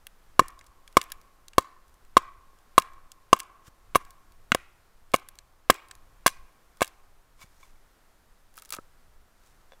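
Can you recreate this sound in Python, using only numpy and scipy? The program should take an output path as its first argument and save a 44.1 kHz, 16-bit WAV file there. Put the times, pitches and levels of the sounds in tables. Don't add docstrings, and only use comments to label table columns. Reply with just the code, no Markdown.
import sys
import numpy as np
from scipy import signal
from scipy.fft import rfft, irfft, next_fast_len
from scipy.io import wavfile
from scipy.ndimage import uniform_filter1d, map_coordinates

SR = 44100
rng = np.random.default_rng(int(sys.argv[2]) if len(sys.argv) > 2 else 0)


def volts_from_db(level):
    exponent = np.asarray(level, float) / 20
    return 10 ** exponent


def int16_out(signal):
    q = np.round(np.clip(np.atleast_2d(signal).T, -1, 1) * 32767)
    wavfile.write(sys.argv[1], SR, q.astype(np.int16))


N = 432161

# t/s, level/dB
GUSTS = [(0, -64.5), (.45, -57), (.76, -64.5), (1.14, -59), (1.34, -64), (2.2, -60.5), (2.8, -62.5),
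         (3.63, -63), (3.96, -55), (4.2, -65), (4.55, -57), (4.88, -62), (5.43, -62.5), (6.41, -59.5),
         (6.55, -64), (8.22, -63.5), (9.8, -65.5)]
# f/Hz, level/dB
BUFFET = [(5, -10), (12, 5.5), (25, -4.5), (40, -10), (60, -15), (100, -20), (250, -36.5), (500, -72)]
# f/Hz, level/dB
TREETOPS = [(88, -31), (150, -6), (250, -5.5), (539, -5.5), (1330, -5), (2650, -15), (15000, -21),
            (16500, -34.5)]
# f/Hz, t60/s
NEAR_TRUNKS = [(200, 0.11), (1000, 0.66), (4000, 0.43), (14000, 0.1)]
# f/Hz, t60/s
FAR_TRUNKS = [(200, .4), (600, 3), (1100, 1.7), (1700, 0.27), (2400, 1.1), (4000, 0.39), (14000, 0.56)]
# f/Hz, level/dB
BARK = [(200, -13), (960, -7), (1085, 0.5), (1230, -6), (1750, -3.5), (2350, 2.5), (2900, -2.5), (14000, 3)]
# t/s, peak level/dB, rise/(dB/s), fall/(dB/s)
RUSTLE = [
    (3.68, -52, 450, 1600),
    (7.427, -49, 440, 700),
    (7.47, -80, 400, 140),
    (7.642, -61, 90, 150),
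    (8.58, -55, 828, 560),
    (8.66, -65.5, 150, 61),
    (8.735, -35.5, 2101, 802),
    (8.76, -65, 901, 402),
    (9.472, -64, 107, 131),
    (9.616, -75.5, 1203, 4003),
]
# f/Hz, level/dB
CLOTH = [(300, -6), (1200, 4.5), (3000, -1.5), (7000, -0.5), (15000, -10)]
# f/Hz, level/dB
SWISH = [(500, -19.5), (1500, -3), (2800, 0), (4500, -14.5), (9000, -30.5)]
# f/Hz, level/dB
ROCKING = [(30, -4.5), (90, -4), (350, 0), (600, -9.5), (1200, -38)]
# t/s, peak level/dB
TICKS = [(0.434, -51), (.46, -56.5), (.5035, -53.5), (0.642, -52.5), (0.6648, -52.5), (0.668, -50.5),
         (.9265, -51.5), (1.2141, -52.5), (1.6253, -49), (1.8804, -57), (1.8943, -60), (1.9415, -57),
         (2.0498, -58), (2.2227, -54), (2.5871, -57), (2.9343, -55.5), (3.432, -46.5), (4.0503, -49),
         (4.3209, -55), (5.1182, -51), (5.1862, -52.5), (5.1966, -50), (5.3544, -50.5), (5.7604, -49),
         (5.885, -49), (5.952, -48), (6.7713, -51.5), (6.8572, -45), (6.868, -44), (7.4253, -53)]
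# t/s, peak level/dB, bright part level/dB
RIPS = [(8.5406, -58, 4), (8.5563, -57, 3), (8.5625, -54, -5), (8.57, -51, 9.5), (8.5774, -43, 1),
        (8.5863, -42, -3), (8.5966, -50, 1), (8.6212, -40.5, -1), (8.634, -58.5, 6), (8.6498, -45.5, -1.5),
        (8.6567, -44, -2), (8.6913, -45.5, -0.5), (8.7047, -32, 2), (8.7236, -24.5, -0.5),
        (8.7285, -35.5, -3.5), (8.7362, -31.5, -8), (8.7482, -34, 2), (8.765, -38.5, -6)]
# t/s, peak level/dB, dull part level/dB, bright part level/dB
SNAPS = [(0.0683, -40, 1.5, 4), (0.4827, -38.5, -15, 1), (0.591, -44.5, -8, -7), (.611, -48, 2.5, -27.5),
         (.877, -39, -4, -12), (1.0146, -25.5, -2.5, -10), (1.029, -45.5, -5, 3.5),
         (1.0385, -40, -10.5, -2.5), (1.1018, -46.5, -4, -3.5), (1.1192, -25.5, -5, -3),
         (1.4821, -38, -9.5, -6.5), (1.5334, -44.5, -3.5, -22), (1.6089, -45, -13.5, -3.5),
         (2.7975, -31.5, -13, -1), (2.8207, -36, .5, -4.5), (3.1176, -37.5, -11.5, -7),
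         (3.3644, -42, 1, 0.5), (3.3899, -42, -16.5, 4), (3.3963, -38, -1.5, -2.5), (3.4017, -26, -6, -6.5),
         (4.1062, -45, -13, -3), (5.1607, -28, -11, -3), (5.287, -40.5, -4.5, 5), (5.3877, -38, -9, -12),
         (5.7423, -37.5, -8.5, -6.5), (5.9114, -32, -6.5, -15), (6.2905, -34, -2.5, -6),
         (6.2968, -42.5, -5.5, -5), (6.8453, -31.5, -2, -4.5), (6.8771, -38.5, -3.5, -1.5)]
# t/s, peak level/dB, bright part level/dB, t60/s
CRACKS = [(.3939, -12.5, -10, .0064), (.9694, -19, -4, .016), (.9737, -22, -6.5, .005),
          (1.5817, -14, -5, 0.012), (1.5888, -35, -2, .012), (2.169, -17, -13, .011),
          (2.1765, -22, -2, .0067), (2.7791, -19.5, -13.5, .012), (2.7829, -18, -3, .0095),
          (2.7848, -21.5, -3, .01), (3.3297, -12.5, -12, 0.01398), (3.3332, -23.5, -6, 0.0047),
          (3.9491, -30.5, -5, .016), (3.9553, -26, -0.5, .03), (3.9593, -28, 4.5, .022),
          (4.5193, -17, -14, .01), (4.5475, -15.5, -1.5, .005), (5.1373, -30, -5.5, .046),
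          (5.1418, -20, -7, .011), (5.1493, -30, 0, .011), (5.7019, -12, -2.5, .016),
          (6.2626, -19.5, -5, .044), (6.267, -13, -0.5, .008), (6.2775, -19, -2, .01),
          (6.8082, -34.5, -5.5, 0.021), (6.8188, -18, -7, .0058), (6.8253, -22, -4.5, .02)]
# t/s, level/dB
TAPS = [
    (9.721, -35.5),
    (9.734, -40),
]
# f/Hz, width/Hz, level/dB
BLADE = [(538, 32, 2.5), (790, 280, 2), (1520, 550, -7), (2375, 300, -16), (3440, 48, 4), (5630, 65, -7)]
# t/s, level/dB
DROPS = [
    (7.392, -55),
    (7.417, -42.5),
    (7.428, -43.5),
    (7.469, -63),
    (7.63, -43.5),
    (7.756, -60),
]
# f/Hz, width/Hz, level/dB
LOOSE_BATON = [(1066, 58, -1), (1550, 44, -12), (2274, 55, 1.5), (3490, 35, -1), (6470, 42, -3)]
# t/s, level/dB, contact/ms
KNOCKS = [
    (8.578, -35, 0.16),
    (8.624, -43.5, 0.2),
    (8.706, -40, 0.16),
    (8.724, -30.5, 0.19),
    (8.74, -24.5, 0.09),
    (8.768, -38, 0.89),
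    (8.786, -30.5, 0.47),
]
# f/Hz, width/Hz, level/dB
HALVES = [(318, 100, -17), (603, 180, -21), (960, 96, -6), (1318, 68, 10), (2420, 110, -2)]
# t/s, level/dB, contact/ms
THUDS = [
    (.415, -24, 2.2),
    (0.421, -34, 2.2),
    (2.532, -53.5, 1.1),
    (3.68, -44.5, 6.1),
    (7.44, -46.5, 5.4),
    (8.788, -32, 2),
]
# t/s, level/dB, contact/ms
GLANCE = (4.5193, -1, 0.27)
# f/Hz, width/Hz, level/dB
RIM = [(242, 120, -5), (704, 130, -12), (1410, 68, -1.5), (1450, 120, 2.5), (1966, 210, -2),
       (2760, 340, -8.5), (3367, 200, -10.5)]
# t/s, baton level/dB, log level/dB
GRAZES = [
    (.3931, -22, -26.5),
    (3.9495, -18, -20.5),
    (5.1374, -17.5, -21.5),
    (6.2615, -17.5, -15),
    (6.277, -17, -24),
    (6.8084, -21.5, -19.5),
    (6.8233, -16, -24),
]
# t/s, baton level/dB, baton overtones level/dB, log level/dB, contact/ms
BLOWS = [(0.3943, .5, -1.5, -1.5, 0.44), (.9695, 0, 1, 1.5, .34), (1.5818, -3.5, -5.5, -2, 0.69),
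         (2.1686, 1, -9.5, -1.5, .45), (2.7798, 0.5, -1, -1.5, .45), (3.3297, 1.5, -5, 0.5, .64),
         (3.9563, -5, 1.5, -4.5, 0.49), (4.5487, -22, -3, -8.5, .58), (5.142, -8, 2, -1, .31),
         (5.699, -3.5, -4.5, 3.5, .32), (6.2625, -6.5, -2.5, -8.5, 0.66), (6.8182, -23, -5, -4.5, 0.44)]
# f/Hz, width/Hz, level/dB
BATON = [(1091, 140, -0.5), (1225, 47, -12), (1057.3, 38, -14), (2223, 190, -7), (3400, 200, -15.5),
         (5360, 440, -24), (7800, 300, -28)]
# f/Hz, width/Hz, level/dB
LOG = [(70.4, 95, -5.5), (160, 49, -17), (337, 55, 3), (361.1, 120, 5.5), (522, 110, 1.5), (720, 170, 5),
       (840, 200, -5.5), (1506, 37, -7.5), (2096, 810, -12.5), (2390, 120, -5), (2880, 190, 0.5)]

STRETCH = SR * 3 // 5
FIRST_TRUNK_S = 0.003
BLEND_HZ = 1290
GROUND_DB, GROUND_LAG_S = -2.53, 0.001767
SHUDDER_DB, SHUDDER_T60_S = -31, 0.065
DEEP_DB, DEEP_LOSS_DB_PER_S = 6, 0.87


def unit(x):
    return x / np.sqrt(np.mean(x ** 2) + 1e-20)


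def along(points, hz):
    f, v = np.transpose(points)
    return np.interp(np.log(hz + 1), np.log(f + 1), v)


def curve(rows):
    return np.interp(np.arange(N) / SR, *np.transpose(rows))


def wobble(rate):
    knots = rng.standard_normal(int(N * rate / SR) + 4)
    return map_coordinates(knots, [np.arange(N) * rate / SR])


def filtered(x, response):
    m = next_fast_len(x.shape[-1] + 4096)
    spectrum = rfft(x, m) * response(np.fft.rfftfreq(m, 1 / SR))
    return irfft(spectrum, m)[..., :x.shape[-1]]


def noise(spectrum):
    return unit(filtered(rng.standard_normal(N), lambda hz: volts_from_db(along(spectrum, hz))))


def add(track, s, sound):
    part = track[round(s * SR):][:len(sound)]
    part += sound[:len(part)]


def air():
    lumps = volts_from_db(2 * wobble(6))
    wind = volts_from_db(curve(GUSTS) + 6.5) * unit(lumps * noise(BUFFET))
    hush = volts_from_db(0.76 * wobble(3)) * noise(TREETOPS)
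    return wind + volts_from_db(-66) * hush


def trunks():
    hz, t, z = signal.stft(rng.standard_normal(SR * 3 // 2), SR, nperseg=256)
    single = volts_from_db(2.5 * unit(uniform_filter1d(rng.standard_normal(len(t)), size=2)))
    near_fade = volts_from_db(-57.5 - 60 * t / along(NEAR_TRUNKS, hz)[:, None])
    near = near_fade * (1 - np.exp(-t / 0.006)) * single
    far_fade = volts_from_db(-68.5 - 60 * t / along(FAR_TRUNKS, hz)[:, None])
    far = far_fade * (1 - np.exp(-t / 0.04))
    echoes = signal.istft(z * np.hypot(near, far), SR, nperseg=256)[1]
    return filtered(echoes, lambda f: volts_from_db(along(BARK, f)))


def ground(x):
    def moss(hz):
        return volts_from_db(GROUND_DB) * 1j * hz / (260 + 1j * hz) / (1 + 1j * hz / 2400)

    return filtered(x, lambda hz: moss(hz) * np.exp(-2j * np.pi * hz * GROUND_LAG_S))


def forest(x):
    out = x + ground(x)
    hz, _, z = signal.stft(x, SR, nperseg=256)
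    even_power = uniform_filter1d(np.abs(z) ** 2, size=7, axis=0)
    even = np.sqrt(np.abs(even_power)) * np.exp(1j * np.angle(z))
    around = signal.istft(np.where(hz[:, None] > BLEND_HZ, even, z), SR, nperseg=256)[1]
    for start in range(0, N, STRETCH):
        echo = signal.fftconvolve(around[start:start + STRETCH], trunks())
        add(out, start / SR + FIRST_TRUNK_S, echo)
    return out


def rustle():
    t = np.arange(0, N / SR, 0.001)
    gain = sum(volts_from_db(db - rise * (s - t).clip(0) - fall * (t - s).clip(0)) for s, db, rise, fall in RUSTLE)
    clumps = volts_from_db(2.5 * wobble(300))
    return volts_from_db(-0.5) * curve(np.transpose([t, gain])) * unit(clumps * noise(CLOTH))


def swings():
    t = np.arange(N) / SR
    hard = [(s, log_db) for s, baton_db, _, log_db, _ in BLOWS if baton_db > -14]
    hiss = sum(volts_from_db(-72.5 - 150 * (s - t).clip(0)) * (t < s) for s, _ in hard)
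    shudder = sum(volts_from_db(log_db + SHUDDER_DB - 60 * (t - s).clip(0) / SHUDDER_T60_S) * (t > s)
                  for s, log_db in hard)
    lumps = volts_from_db(3 * wobble(120))
    return hiss * noise(SWISH) + shudder * lumps * noise(ROCKING)


def spit(db, dull_db, bright_db, t60):
    t = np.arange(SR // 12) / SR
    fade = volts_from_db(-60 * t / max(t60, 0.002)) + volts_from_db(-17.0 - 60 * t / 0.025)
    onset = 1 - np.exp(-t / 0.00028)
    colour = [(600, dull_db - 29.5), (1500, dull_db + 6.0), (3000, dull_db + 5.5), (4000, 0.0011),
              (8500, 0.0008), (10000, bright_db + 2), (15500, bright_db - 3.0)]
    grit = filtered(rng.standard_normal(len(t)), lambda hz: volts_from_db(along(colour, hz)))
    return volts_from_db(db + 5.5) * grit * fade * onset


def snaps():
    track = np.zeros(N)
    for s, db in TICKS:
        add(track, s, spit(db, dull_db=-7, bright_db=-3, t60=0.008))
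    for s, db, bright_db in RIPS:
        add(track, s, spit(db, -8.5, bright_db, t60=0.009))
    for s, db, dull_db, bright_db in SNAPS:
        add(track, s, spit(db, dull_db, bright_db, t60=0.0095))
    for s, db, bright_db, t60 in CRACKS:
        add(track, s, spit(db, 0.53, bright_db, 1.1 * t60))
    return track


def ring(modes, contact_ms):
    t = np.arange(SR // 8) / SR
    contact = max(contact_ms, 0.05) / 1000
    push = np.sin(np.pi * np.clip(t / contact, 0, 1))
    strength = volts_from_db(rng.standard_normal(len(modes)))

    def body(f):
        return sum(g * volts_from_db(db) * -1j * f * width / (hz * hz - f * f + 1j * f * width)
                   for g, (hz, width, db) in zip(strength, modes))

    x = filtered(push, body)
    return x / np.abs(x).max()


def handling():
    track = np.zeros(N)
    for s, db in TAPS:
        add(track, s, volts_from_db(db) * ring(BLADE, contact_ms=0.14))
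    for s, db in DROPS:
        add(track, s, volts_from_db(db) * ring(LOOSE_BATON, contact_ms=0.11))
    for s, db, contact_ms in KNOCKS:
        add(track, s, volts_from_db(db) * ring(HALVES, contact_ms))
    for s, db, contact_ms in THUDS:
        add(track, s, volts_from_db(db) * ring(LOG, contact_ms))
    return track


def glance():
    track = np.zeros(N)
    s, db, contact_ms = GLANCE
    add(track, s, volts_from_db(db) * ring(RIM, contact_ms))
    return track


def blows():
    track = np.zeros(N)
    grazes = [(s, baton_db, -0.5, log_db, 0.19) for s, baton_db, log_db in GRAZES]
    for s, baton_db, overtone_db, log_db, contact_ms in BLOWS + grazes:
        deep_db = DEEP_DB - DEEP_LOSS_DB_PER_S * s
        baton = [(hz, width, db + overtone_db * (hz > 1500)) for hz, width, db in BATON]
        log = [(hz, width, db + deep_db * (hz < 480)) for hz, width, db in LOG]
        add(track, s, volts_from_db(baton_db) * ring(baton, contact_ms) + volts_from_db(log_db) * ring(log, contact_ms))
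        add(track, s, spit(baton_db - 23.5, dull_db=-4.0, bright_db=-7.5, t60=0.03))
    return track


def scene():
    wood = blows() + glance() + handling()
    return (forest(wood + snaps()) + swings() + rustle() + air())[None]


def low_pass(x):
    return signal.sosfilt(signal.butter(12, 16770, fs=SR, output="sos"), x)


def record(dry):
    clipped = 0.97 * dry / (1 + np.abs(dry) ** 12) ** (1 / 12)
    band = filtered(clipped, lambda hz: 1 / (1 + (hz / 15900) ** 60))
    return low_pass(band)


dry = scene()
out = record(dry)
int16_out(out)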